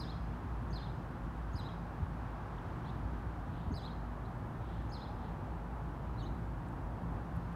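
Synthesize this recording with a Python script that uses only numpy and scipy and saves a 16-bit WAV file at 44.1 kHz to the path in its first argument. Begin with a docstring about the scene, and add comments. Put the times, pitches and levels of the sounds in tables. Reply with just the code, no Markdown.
"""Sparrow in a back yard

Heard on a hand-held microphone, a sparrow repeats one quick run of slurred, whistled syllables;
the ground, a fence and houses answer. Softer notes fall between the chirps, small birds call farther
off, and one two-voiced call dips near the end. In the distance tyres hiss on a road and an engine
drones. Right at the microphone, the hand makes a few soft bumps and ticks."""
import sys
import numpy as np
from scipy import signal
from scipy.fft import rfft, irfft, next_fast_len
from scipy.io import wavfile
from scipy.ndimage import uniform_filter1d, map_coordinates

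SR = 44100
rng = np.random.default_rng(int(sys.argv[2]) if len(sys.argv) > 2 else 0)


def store_wav(level_fs):
    """Save 16-bit WAV to argv[1]."""
    pcm = np.round(np.clip(np.atleast_2d(level_fs), -1, 1) * 32767)
    wavfile.write(sys.argv[1], SR, pcm.T.astype(np.int16))


N = 332955
TIME = np.arange(N) / SR


def amp(db):
    """Decibels to gain."""
    return 10 ** (np.asarray(db) / 20)


def unit(x):
    """Scaled to rms 1."""
    return x / np.sqrt(np.mean(x ** 2) + 1e-20)


def along(points, hz):
    """(frequency [Hz], value) points read on a log axis."""
    knots_hz, values = np.transpose(points)
    return np.interp(np.log(hz + 1), np.log(knots_hz + 1), values)


def curves(rows, t):
    """Each column after the time, read at the times t."""
    times, *columns = np.transpose(rows)
    return [np.interp(t, times, column) for column in columns]


def wobble(rate, size=N):
    """A smooth random curve, rate knots a second."""
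    knots = rng.standard_normal(int(size * rate / SR) + 4)
    return map_coordinates(knots, [np.arange(size) * rate / SR])


def filtered(x, response):
    """x times a response of frequency."""
    size = next_fast_len(N + 8192)
    return irfft(rfft(x, size) * response(np.fft.rfftfreq(size, 1 / SR)), size)[:N]


def coloured(x, colour):
    """x shaped by (frequency [Hz], gain [dB]) points."""
    return filtered(x, lambda hz: amp(along(colour, hz)))


def noise(colour):
    """Noise of rms 1 with the given colour."""
    return unit(coloured(rng.standard_normal(N), colour))


def band(centre_hz, width_hz):
    """Noise of rms 1 in one bell-shaped band."""
    white = rng.standard_normal(N)
    return unit(filtered(white, lambda hz: np.exp(-.5 * ((hz - centre_hz) / width_hz) ** 2)))


def add(track, start, sound):
    """Mix a sound into the track, start seconds in."""
    at = round(start * SR) + np.arange(len(sound))
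    inside = (at >= 0) & (at < N)
    track[at[inside]] += sound[inside]


# Colours of the road as heard from the yard: (frequency [Hz], relative level [dB])
RUMBLE_COLOUR = [(20, -35), (45, -8.5), (75, -2.5), (110, 1.5), (150, -3.5), (200, -9), (260, -9.5),
                 (340, -12.5), (450, -24.5), (800, -35.5), (2000, -63)]
ROAR_COLOUR = [(150, -20), (400, -4), (620, -3), (800, 0.5), (950, -1), (1300, -14), (2000, -22.5),
               (5000, -71)]
HISS_COLOUR = [(400, -29.5), (800, -7), (1100, 0.5), (1600, -5), (2100, -15), (3000, -20.5), (4200, -26.5),
               (6000, -32.5), (12000, -59)]
# Road rumble at the microphone: (time [s], level [dB])
RUMBLE_LEVELS = [(0, -43.5), (1.0, -44), (2.5, -45.7), (3.0, -42.5), (4.15, -45.5), (4.7, -42.5),
                 (5.75, -45.5), (6.15, -42.5), (7.55, -44.5)]
# Tyres at the microphone: (time [s], roar level [dB], hiss level [dB])
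TYRE_LEVELS = [(0, -53.5, -55), (1.9, -52, -55), (2.75, -51.5, -53.5), (3.7, -52.5, -56.5),
               (5.5, -50.5, -56), (6.5, -52, -56.5), (7.05, -50, -57), (7.55, -52.5, -55)]

def traffic():
    """A distant road: rumble, tyre roar and tyre hiss, each wavering a little."""
    rumble_db, = curves(RUMBLE_LEVELS, TIME)
    roar_db, hiss_db = curves(TYRE_LEVELS, TIME)
    rumble = amp(rumble_db + .92 * wobble(6.2)) * noise(RUMBLE_COLOUR)
    roar = amp(roar_db + .71 * wobble(3.5)) * noise(ROAR_COLOUR)
    hiss = amp(hiss_db + .23 * wobble(8.9)) * noise(HISS_COLOUR)
    return rumble + roar + hiss


# The far engine speeds up: (time [s], length [s], pitch rise [Hz])
ENGINE_REVS = [(-.1, .98, 3.1), (1.268, .22, 2.6), (2.013, .17, 2.8), (2.973, .42, 4), (4.59, 3.1, 1.54),
               (5.549, .12, 1.2), (6.038, .38, 2.6)]
# The lower of its two hums: (time [s], level [dB])
HUM_LEVELS = [(0, -50), (1.7, -55.5), (2.3, -55), (4.4, -56), (5.2, -54.5), (7.55, -49)]

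def engine(idle_hz=53.63, idle_db=-48, db_per_hz=1.37, ramp_s=.19):
    """A far engine idles and grows louder whenever it speeds up; two fuzzy hums lie above it."""
    rise_hz = np.zeros(N)
    for start, length, rev_hz in ENGINE_REVS:
        inside_s = np.minimum(TIME - start, start + length - TIME)
        rise_hz += rev_hz * np.clip(.5 + inside_s / ramp_s, 0, 1)
    phase = 2 * np.pi * np.cumsum(idle_hz + rise_hz) / SR + .81 * wobble(18)
    level = amp(idle_db + db_per_hz * rise_hz + 1.2 * wobble(7.7))
    drone = level * (np.sqrt(2) * np.sin(phase) + amp(-7) * band(56, 8.5))
    hum_db, = curves(HUM_LEVELS, TIME)
    return drone + amp(hum_db) * band(168.85, 4.2) + amp(-61) * band(240, 3.4)


# Background hiss of the yard: (frequency [Hz], relative level [dB])
AIR_COLOUR = [(500, 10), (5000, -6.5), (7000, 0.5), (10500, -0.5), (15500, -5)]

def air():
    """A faint, even hiss behind everything."""
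    return amp(-76.5) * noise(AIR_COLOUR)


def note(length, start_hz, middle_hz, end_hz, fade_s=.005, fade_db=10):
    """One bend of pitch that swells, holds and fades: rows of (time [s], pitch [Hz], level [dB])."""
    progress = np.linspace(0, 1, num=40)
    bend = np.polyfit([0, .5, 1], [start_hz, middle_hz, end_hz], 2)
    t = progress * length
    opening = np.clip(np.minimum(t, length - t) / fade_s, 0, 1)
    return np.column_stack([t, np.polyval(bend, progress), fade_db * (opening - 1)])


def syrinx(contour, rough, ratio=1):
    """A bird's gliding whistle, fluttering more when rough; complex, so overtones can follow its phase."""
    start, end = contour[0][0], contour[-1][0]
    t = np.arange(start, max(end, start + .005), 1 / SR)
    hz, db = curves(contour, t)
    glide_hz = ratio * uniform_filter1d(hz, size=120)
    flutter = (.01 + .055 * rough) * wobble(900, len(t)) + .009 * wobble(110, len(t))
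    phase = 2 * np.pi * np.cumsum(glide_hz * (1 + flutter)) / SR
    unsteady_db = (1.6 + 1.5 * rough) * wobble(420, len(t)) + 1.8 * wobble(70, len(t))
    soft_edges = signal.windows.tukey(len(t), min(1, 200 / len(t)))
    return np.sqrt(2) * amp(db - .7 + unsteady_db) * soft_edges * np.exp(1j * phase)


# The sparrow in the yard:
# (time [s], level [dB], second-half gain [dB], pitch [ratio], overtone gain [dB])
SPARROW_CHIRPS = [(-.021, -52.5, -5.5, 1.02, 1), (.724, -54.5, -9.5, 1.0, -2),
                  (1.549, -55.5, -4.5, 1.006, 4), (3.736, -55, -2.5, 1.0, 4),
                  (4.913, -55.5, -5.5, 1.02, -1)]
# Each chirp's thin lead-in, arch, shelf, downslur, rasp, rise and closing note:
# (time in chirp [s], length [s], start pitch [Hz], middle pitch [Hz], end pitch [Hz],
#  relative level [dB], roughness [0-1], overtone gain [dB])
CHIRP_SYLLABLES = [(-.022, .026, 6250, 6400, 6300, -20.5, .45, -40),
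                   (.002, .031, 3950, 5100, 4100, -4.3, .2, -19.5),
                   (.030, .023, 4080, 4060, 3950, -3.5, .15, -23),
                   (.046, .018, 4050, 3680, 3200, -6.5, .5, -36),
                   (.062, .040, 3150, 3200, 3550, -12.5, .8, -29),
                   (.098, .035, 3500, 3780, 4330, -.5, .25, -37),
                   (.134, .020, 3520, 3300, 3230, -2.5, .25, -42)]
# The whistle dips, then strengthens at the top of its range: (frequency [Hz], gain [dB])
WHISTLE_RESPONSE = [(4900, 2.5), (5250, -1), (5550, 5), (6200, 5.5)]
# Beak resonances that colour the overtones: (frequency [Hz], gain [dB])
BEAK_RESPONSE = [(6000, 17), (7400, 8), (8200, 3.5), (9000, -3), (10300, 1), (11200, 10), (12100, 5),
                 (13200, -9), (16000, -14)]

def sparrow(ground_s=.0045, ground_db=-7.5):
    """Whistled syllables whose overtones glint in the beak; the ground bounce beats against the glides."""
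    head_start_s = .05  # a chirp already under way still gets its echoes
    whistle, overtones = np.zeros((2, N))
    for start, chirp_db, second_half_db, ratio, bright_db in SPARROW_CHIRPS:
        for after, length, *pitches_hz, syllable_db, rough, overtone_db in CHIRP_SYLLABLES:
            second_half = np.interp(after + length / 2, [.06, .1], [0, 1])
            gain = amp(chirp_db + syllable_db + second_half_db * second_half)
            tone = gain * syrinx(note(length, *pitches_hz), rough, ratio)
            turn = np.exp(1j * np.angle(tone))
            harmonics = tone * (turn + turn ** 2)  # second and third
            onset = head_start_s + start + after
            add(whistle, onset, tone.imag)
            add(overtones, onset, amp(overtone_db + bright_db) * harmonics.imag)
    direct = coloured(whistle, WHISTLE_RESPONSE) + coloured(overtones, BEAK_RESPONSE)
    near = filtered(direct, lambda hz: 1 + amp(ground_db) * np.exp(-2j * np.pi * hz * ground_s))
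    out = np.zeros(N)
    add(out, -head_start_s, near + yard(near))
    return out


# How long the yard rings: (frequency [Hz], time to fall 60 dB [s])
YARD_DECAY = [(200, 0.25), (3500, 0.47), (5500, 0.85), (12000, 0.064)]
# Fence and house walls, heard from the microphone: (delay [s], gain [dB])
WALL_ECHOES = [(.011, -17), (0.023, -16), (0.055, -11), (.064, -14.5)]

def yard(x, tail_db=-9.5, dull_hz=7000):
    """The yard's answer: a thin diffuse tail and a few dull echoes off the walls."""
    hz, t, spectrum = signal.stft(rng.standard_normal(SR // 2), SR, nperseg=256)
    decay = amp(-60 * t / along(YARD_DECAY, hz)[:, None])
    _, tail = signal.istft(spectrum * decay, SR, nperseg=256)
    out = amp(tail_db) * signal.fftconvolve(x, tail / np.linalg.norm(tail))[:N]
    dull = filtered(x, lambda hz: 1 / (1 + (hz / dull_hz) ** 4))
    for delay, db in WALL_ECHOES:
        add(out, delay, amp(db) * dull)
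    return out


# Soft bumps on the microphone: (time [s], level [dB], pitch [Hz], length [s])
MIC_BUMPS = [(1.541, -29.5, 81, 0.02), (1.998, -32, 142.3, 0.032), (2.019, -29, 80, 0.039),
             (3.052, -32.5, 89, 0.027), (3.664, -36, 172, 0.02), (3.674, -31, 75, 0.025),
             (3.704, -33.5, 250, 0.015), (3.713, -29, 129, 0.015), (3.721, -33.5, 78.6, 0.037),
             (3.72, -44.5, 396, 0.025)]
# Ticks on the microphone: (time [s], level [dB], band centre [Hz])
MIC_TICKS = [(6.686, -66, 8690), (7.358, -67, 12400), (7.367, -68, 10500), (7.528, -66, 9400)]

def handling(tick_t60_s=.021):
    """The hand on the microphone makes short low thuds and tiny dry ticks."""
    out = np.zeros(N)
    for start, db, hz, length in MIC_BUMPS:
        t = np.arange(0, length, 1 / SR)
        swell = np.sin(np.pi * t / length)
        add(out, start, -amp(db) * swell * np.sin(2 * np.pi * hz * t))
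    t = np.arange(SR // 30) / SR
    for start, db, hz in MIC_TICKS:
        add(out, start, amp(db - 60 * t / tick_t60_s) * band(hz, hz / 4)[:len(t)])
    return out


# Single notes around the yard:
# (time [s], length [s], start pitch [Hz], middle pitch [Hz], end pitch [Hz], level [dB])
SOFT_NOTES = [(2.58, 0.011, 2820, 3170, 3710, -62), (2.843, .055, 3048, 3950, 4400, -68),
              (2.864, .045, 3200, 3400, 4170, -65), (4.247, .022, 3650, 3980, 3970, -70)]

def soft_notes():
    """Quiet, fluttering upslurs between the chirps."""
    out = np.zeros(N)
    for start, length, *pitches_hz, db in SOFT_NOTES:
        add(out, start, amp(db) * syrinx(note(length, *pitches_hz), rough=.8).imag)
    return out


# Small birds far from the microphone: (time [s], length [s], level [dB])
DISTANT_CALLS = [(3.532, 0.14, -69.5), (4.639, .19, -69.5), (5.208, 0.098, -70.5)]

def far_birds():
    """Far chirps arrive smeared by scattering into a narrow rustle."""
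    level = np.zeros(N)
    for start, length, db in DISTANT_CALLS:
        middle = start + length / 2
        level += amp(db) * np.exp(-2 * ((TIME - middle) / length) ** 2)
    return level * band(centre_hz=3460, width_hz=660)


# The two voices of one smooth call in the yard: (time [s], pitch [Hz], relative level [dB])
LOW_VOICE = [(6.195, 3450, -66), (6.204, 3980, -55), (6.214, 3700, -60), (6.226, 3080, -60),
             (6.241, 2930, -60), (6.253, 3200, -65), (6.263, 3850, -56), (6.272, 4000, -56),
             (6.284, 3600, -67)]
HIGH_VOICE = [(6.170, 3800, -73), (6.188, 4120, -61), (6.206, 4500, -58), (6.218, 4100, -62),
              (6.228, 3600, -66), (6.241, 3470, -73), (6.254, 3700, -65), (6.270, 4300, -62),
              (6.282, 4100, -72)]

def dipping_call(throat_hz=6400, throat_width_hz=450):
    """Both voices dip together; their sum tone and the low voice's octave ring in a throat resonance."""
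    low, high = np.zeros((2, N), complex)
    add(low, LOW_VOICE[0][0], syrinx(LOW_VOICE, rough=.032))
    add(high, HIGH_VOICE[0][0], syrinx(HIGH_VOICE, rough=.03))
    sum_tone = low * np.exp(1j * np.angle(high))
    octave = amp(-3) * low * np.exp(1j * np.angle(low))
    overtones = (sum_tone + octave).imag
    throat = filtered(overtones, lambda hz: 1 / (1 + ((hz - throat_hz) / throat_width_hz) ** 2))
    return amp(-5) * (low + high).imag + amp(-11.5) * throat


def scene():
    """One microphone in the yard: birds in front, road and engine far behind."""
    calls = soft_notes() + dipping_call()
    birds = sparrow() + calls + amp(-4) * yard(calls) + far_birds()
    return (birds + traffic() + engine() + handling() + air())[None]


def record(dry, top_hz=15700):
    """The recorder keeps nothing above its band limit."""
    return filtered(dry[0], lambda hz: hz < top_hz)[None]


dry = scene()
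out = record(dry)
store_wav(out)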